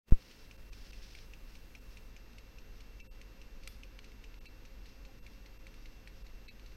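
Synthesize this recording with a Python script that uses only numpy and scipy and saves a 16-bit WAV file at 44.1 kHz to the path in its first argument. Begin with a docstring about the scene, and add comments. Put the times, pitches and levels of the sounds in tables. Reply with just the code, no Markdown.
"""An old pocket watch ticks about five times a second in a hand, close to a cheap, hissy microphone.
Its two pallets knock the movement in turn and rattle the case. The microphone comes on with a thump;
a low machine hum and a faint electrical whine run under the ticks. Fingers slide over the case
and make it click now and then as the watch is turned."""
import sys
import numpy as np
from scipy import signal
from scipy.fft import rfft, irfft
from scipy.io import wavfile

SR = 44100
rng = np.random.default_rng(int(sys.argv[2]) if len(sys.argv) > 2 else 0)


def pcm_store(signal):
    """Save signal as 16-bit PCM."""
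    levels = np.round(np.clip(np.atleast_2d(signal), -1, 1) * 32767)
    wavfile.write(sys.argv[1], SR, levels.astype(np.int16).T)


N = 298116
TIME = np.arange(N) / SR

# watch resonances, low to high: pitch_hz, width_hz, gain_db
RING_MODES = [(3600, 170, -8), (4080, 690, 13), (4330, 71, 0)]
EDGE_MODES = [(5330, 250, 1), (5800, 420, 1)]
SPARKLE_MODES = [(8490, 890, 7), (9700, 1100, -2.5), (12000, 6100, -12)]
# electrical whine: pitch_hz, rms_db, wander_hz
WHINE = [(942, -88, 1), (2707, -74.5, 2.5), (7900, -97, 2), (8000, -92, 1), (8100, -99, 2),
         (13235, -80, 15)]


def from_db(db):
    """Decibels to gain."""
    return 10 ** (np.asarray(db) / 20)


def rms_one(x):
    """Scale to rms 1."""
    return x / np.sqrt(np.mean(x ** 2) + 1e-20)


def level_curve(rows):
    """Gain over time from rows of time_s, level_db."""
    return from_db(np.interp(TIME, *np.transpose(rows)))


def add(track, start_s, sound):
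    """Mix a short sound into the track."""
    start = int(start_s * SR)
    track[start:start + len(sound)] += sound[:max(N - start, 0)]


def noise(spectrum):
    """Steady noise from rows of freq_hz, density_db; rms 1."""
    hz, db = np.transpose(spectrum)
    bins_hz = np.maximum(np.arange(N // 2 + 1) * SR / N, 1)
    shape = from_db(np.interp(np.log(bins_hz), np.log(hz), db))
    return rms_one(irfft(rfft(rng.standard_normal(N)) * shape, N))


def drift(rate_hz):
    """Random line with rate_hz knots a second; rms 1."""
    knots = rng.standard_normal(int(rate_hz * N / SR) + 2)
    return rms_one(np.interp(TIME * rate_hz, np.arange(len(knots)), knots))


def tones(lines, waver_db=0.5):
    """Sines wavering slightly in pitch and level."""
    out = 0
    for hz, rms_db, wander_hz in lines:
        phase = 2 * np.pi * np.cumsum(hz + wander_hz * drift(8 * wander_hz + 1)) / SR
        out = out + np.sqrt(2) * from_db(rms_db + waver_db * drift(3)) * np.sin(phase)
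    return out


def resonate(x, modes):
    """Parallel resonators (pitch_hz, width_hz, gain_db), signs alternating; rms 1."""
    out = 0
    for k, (hz, width_hz, db) in enumerate(modes):
        r = np.exp(-np.pi * width_hz / SR)
        poles = [1, -2 * r * np.cos(2 * np.pi * hz / SR), r * r]
        out = out + (-1) ** k * from_db(db) * signal.lfilter([1 - r, 0, r - 1], poles, x)
    return rms_one(out)


def steep_modes(x, modes):
    """Each resonator run twice at double width, for deep valleys between modes; rms 1."""
    out = 0
    for hz, width_hz, db in modes:
        wide = [(hz, 2 * width_hz, 0)]
        out = out + from_db(db) * resonate(resonate(x, wide), wide)
    return rms_one(out)


def contact(chatter_s, chatter_db, tail_s, tail_db):
    """Contact force: a strike, fast chatter, a faint settling tail."""
    t = TIME[:SR // 20]
    envelope = from_db(chatter_db) * np.exp(-t / chatter_s) + from_db(tail_db) * np.exp(-t / tail_s)
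    force = envelope * rng.standard_normal(len(t))
    force[0] += 1
    return force


def rattle(rise_s, decay_s, tail_s, tail_db):
    """A burst of tiny impacts that builds, then dies away."""
    t = TIME[:SR // 20]
    decay = np.exp(-t / decay_s) + from_db(tail_db) * np.exp(-t / tail_s)
    return (1 - np.exp(-t / rise_s)) * decay * rng.choice([-1, 1], len(t))


def background(hiss_db=-65.0, room_db=-51.5, white_db=-75, bass_hz=110):
    """Room murmur with hum and whine, and microphone hiss; both fade in at switch-on, the bass later."""
    # microphone hiss, room murmur: freq_hz, density_db
    hiss_spectrum = [(300, 3), (1000, 2), (1800, 2), (2350, 1.5), (2800, 0), (3050, -3), (5000, -2.5),
                     (6300, -6), (7750, -17), (8300, -18), (9200, -19), (12000, -21.5), (13700, -15),
                     (14400, -24)]
    room_spectrum = [(14, 3.5), (25, 8.5), (35, 5.5), (62, -5), (80, -13.5), (160, -16), (210, -13.5),
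                     (330, -17.5), (390, -23), (440, -17), (480, -23), (540, -15.5), (620, -49.5),
                     (2000, -74)]
    # machine hum: pitch_hz, rms_db, wander_hz
    hum_lines = [(26, -66.5, 0.74), (47.3, -56.5, 0.405), (59.3, -76, 0.9), (102.1, -69.5, 0.28),
                 (110.2, -79, .4)]
    # switch-on fades, overall and bass: time_s, level_db
    fade_in = [(0, -67), (.06, -26), (.085, 1), (.2, 0)]
    bass_fade_in = [(0, -50), (.09, -13), (.38, -12), (.44, 0)]
    room = from_db(room_db) * noise(room_spectrum)
    bass = signal.sosfilt(signal.butter(1, bass_hz, fs=SR, output="sos"), room)
    low = room - bass + level_curve(bass_fade_in) * (bass + tones(hum_lines))
    white_drop = level_curve([(2.08, 0.5), (2.14, -21)])
    white = from_db(white_db) * white_drop * rng.standard_normal(N)
    drone = low + tones(WHINE)
    hiss = from_db(hiss_db) * noise(hiss_spectrum) + white
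    gain = level_curve(fade_in)
    return gain * drone, gain * hiss


def dips():
    """Gain for hiss and rubbing: the level dips briefly."""
    # dips: centre_s, length_s, depth_db
    gaps = [(.106, 0.013, 20), (0.572, 0.0098, 14), (0.71, 0.021, 11.5), (.918, 0.0065, 28),
            (1.8, .02, 6.5), (3.021, 0.043, 10), (3.093, 0.035, 28), (4.399, 0.014, 28), (4.473, 0.026, 9),
            (5.21, 0.033, 9), (5.585, 0.011, 17), (6.236, 0.016, 9.5), (6.491, 0.031, 31)]
    return from_db(-sum(db * np.exp(-(2 * (TIME - s) / length_s) ** 4) for s, length_s, db in gaps))


def switch_on_thump(jump_s=0.1223, lead_s=0.0127, rise_s=0.002, decay_s=0.0097, limit=0.5):
    """The input voltage steps, jumps with a crack, saturates and leaks through the coupling capacitor."""
    t = np.maximum(TIME - jump_s, 0)
    leak = np.exp(-t / decay_s)
    step = from_db(-42) * (TIME > jump_s - lead_s) * leak
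    swing = (1 - np.exp(-(t / rise_s) ** 2)) * leak
    # the jump sets the highest whine ringing
    whistle = from_db(-63) * np.exp(-t / 0.034) * np.sin(2 * np.pi * WHINE[-1][0] * t)
    force = contact(chatter_s=0.0008, chatter_db=-9, tail_s=0.004, tail_db=-47)
    body = from_db(-57) * steep_modes(force, [(1100, 400, 7), (1500, 220, -7)])
    crack = np.zeros(N)
    add(crack, jump_s, body + from_db(-50) * force)
    return step + crack + whistle - limit * np.tanh(swing / limit)


def finger_rub(attack_s=0.019, release_s=0.039, grain_db=2.0, grain_hz=120):
    """Skin slides on the case: a soft, grainy hiss that swells, holds and fades with each stroke."""
    # finger strokes: start_s, length_s, level_db
    strokes = [(0.196, .25, -66), (0.724, 0.49, -63.5), (1.48, 0.068, -68.5), (1.91, 0.018, -67.5),
               (2.755, 0.036, -70.5), (3.626, 0.13, -69), (4.03, .07, -72), (4.86, 0.055, -68.5),
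               (5.308, 0.032, -70), (5.72, 0.22, -74), (6.157, .035, -71), (6.6, 0.11, -75)]
    # skin on metal: freq_hz, density_db
    rub_spectrum = [(700, -28), (1500, -3), (2800, 1.5), (4000, 1), (4800, 3.5), (5450, 4.5), (6200, -2.5),
                    (7000, -11), (9000, -16), (15000, -29)]
    envelope = 0
    for start_s, length_s, level_db in strokes:
        before = np.maximum(start_s - TIME, 0) / attack_s
        after = np.maximum(TIME - start_s - length_s, 0) / release_s
        envelope = envelope + from_db(level_db) * np.exp(-before - after)
    return envelope * noise(rub_spectrum) * from_db(grain_db * drift(grain_hz))


def escapement(usual_knock_db=-62.5, width_hz=430, turn_start_s=4.1, turn_length_s=1.5):
    """The pallets knock the movement in turn; their rattle excites the higher modes of the case."""
    # beats: start_s, knock_db
    beats = [(.312, -67.5), (.5114, -63), (.7309, -66), (.9316, -63.5), (1.1506, -60), (1.3355, -61),
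             (1.553, -66), (1.7511, -59.5), (1.9711, -63), (2.1644, -64), (2.383, -64.5), (2.5847, -67.4),
             (2.8053, -68.5), (3.0004, -69), (3.2141, -64), (3.4154, -64.5), (3.6346, -69), (3.834, -59.8),
             (4.0432, -66), (4.2405, -63.5), (4.4564, -65), (4.652, -69), (4.8575, -73), (5.051, -68),
             (5.2648, -63.5), (5.46, -69), (5.6679, -62), (5.8573, -66), (6.0744, -60.5), (6.266, -73.5),
             (6.4832, -67.5), (6.6605, -72)]
    # tick and tock pallets on a usual beat: pitch_hz, ring_db, turn_ring_db, edge_db, sparkle_db
    pallets = [(2440, -70.5, 1, -72.5, -79), (2500, -74.5, 5.5, -70.5, -85.5)]
    out = np.zeros(N)
    for k, (start_s, knock_db) in enumerate(beats):
        pitch_hz, ring_db, turn_ring_db, edge_db, sparkle_db = pallets[k % 2]
        # the hand turns the watch: lower knock, more ring, duller top
        turned = np.clip((start_s - turn_start_s) / turn_length_s, 0, 1)
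        pitch_hz -= 250 * turned
        ring_db += turn_ring_db * turned
        extra_db = knock_db - usual_knock_db   # reaches the high modes only in part
        edge_db += 0.19 * extra_db - 4.5 * turned
        sparkle_db += 0.68 * extra_db - turned
        knock = contact(chatter_s=0.0017, chatter_db=-21, tail_s=0.013, tail_db=-28.5)
        burst = rattle(rise_s=0.0012, decay_s=0.0013, tail_s=0.0091, tail_db=-10)
        snap = rattle(rise_s=0.00065, decay_s=0.0022, tail_s=0.0092, tail_db=-11)
        body = from_db(knock_db) * steep_modes(knock, [(pitch_hz, width_hz, 0)])
        ring = from_db(ring_db) * steep_modes(burst, RING_MODES)
        edge = from_db(edge_db) * steep_modes(burst, EDGE_MODES)
        sparkle = from_db(sparkle_db) * steep_modes(snap, SPARKLE_MODES)
        add(out, start_s, body + ring + edge + sparkle)
    return out


def case_clicks(shimmer_db=-38, shimmer_s=0.09):
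    """The case shifts under the grip: sharp clicks; a few tones ring on after the hardest."""
    # clicks: start_s, gain_db, bright_db
    clicks = [(1.1875, -45, -34), (2.3325, -51, -24), (3.675, -33.5, -18), (3.99, -39.5, -31),
              (4.119, -50, -28), (4.342, -47, -36), (5.7416, -48, -25), (6.596, -48, -29),
              (6.721, -52, -28)]
    # two case modes, then a thin, very high whistle: pitch_hz, gain_db, t60_s
    after_tones = [(3450, -28, 0.19), (4730, -21, 0.078), (13260, -27, 0.22)]
    out, t = np.zeros(N), TIME[:SR // 5]
    for start_s, gain_db, bright_db in clicks:
        burst = rattle(rise_s=0.0006, decay_s=0.0013, tail_s=0.006, tail_db=-27)
        knock = contact(chatter_s=0.0018, chatter_db=-21, tail_s=0.0059, tail_db=-32)
        body = from_db(-22) * steep_modes(knock, [(2370, 600, -5), (1370, 120, -16.5)])
        ring = from_db(-28) * steep_modes(burst, RING_MODES)
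        edge = from_db(-12) * steep_modes(burst, EDGE_MODES)
        sparkle = from_db(-10) * steep_modes(burst, SPARKLE_MODES)
        add(out, start_s, from_db(gain_db) * (body + ring + from_db(bright_db) * (edge + sparkle)))
    hardest_s, hardest_db, _ = max(clicks, key=lambda click: click[1])
    for hz, tone_db, t60_s in after_tones:
        envelope = from_db(hardest_db + tone_db - 60 * t / t60_s)
        add(out, hardest_s, envelope * np.sin(2 * np.pi * hz * t))
    # crowded high modes merge into a shimmer
    shimmer = resonate(rng.standard_normal(len(t)), [(9350, 3300, 4), (13600, 2500, -11)])
    add(out, hardest_s, from_db(hardest_db + shimmer_db) * np.exp(-t / shimmer_s) * shimmer)
    return out


def thin_tones(rise_s=0.0089):
    """Three brief, thin tones swell and fade just after ticks."""
    # tones: start_s, gain_db, pitch_ratio, upper_db
    events = [(2.996, -58, 1.03, -26), (4.456, -61.5, 1.03, -2), (6.478, -58, 1, -0.5)]
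    # lower and upper partials: pitch_hz, gain_db
    lower_partials = [(2250, -3), (2430, -8.5), (2600, 5)]
    upper_partials = [(3930, 0), (4000, -2), (4340, -2)]
    out, t = np.zeros(N), TIME[:SR // 10]
    envelope = t / rise_s * np.exp(1 - t / rise_s)
    for start_s, gain_db, pitch_ratio, upper_db in events:
        phase_per_hz = 2 * np.pi * pitch_ratio * t
        lower = sum(from_db(db) * np.sin(hz * phase_per_hz) for hz, db in lower_partials)
        upper = sum(from_db(db) * np.sin(hz * phase_per_hz) for hz, db in upper_partials)
        add(out, start_s, from_db(gain_db) * envelope * (lower + from_db(upper_db) * upper))
    return out


def finger_knock(start_s=5.088, pitch_hz=790, level_db=-61, decay_s=0.0055):
    """A fingertip settles on the case with one dull knock."""
    age = np.maximum(TIME - start_s, 0) / decay_s
    return from_db(level_db) * age * np.exp(1 - age) * np.sin(2 * np.pi * pitch_hz * TIME)


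def scene():
    """Watch and hand over hum and hiss, mono."""
    drone, hiss = background()
    watch = escapement() + case_clicks() + finger_knock()
    return (watch + thin_tones() + switch_on_thump() + drone + dips() * (hiss + finger_rub()))[None]


def record(dry):
    """Steep low-pass."""
    cutoff_hz = 15750
    return signal.sosfilt(signal.ellip(10, 0.1, 80, cutoff_hz, fs=SR, output="sos"), dry)


dry = scene()
out = record(dry)
pcm_store(out)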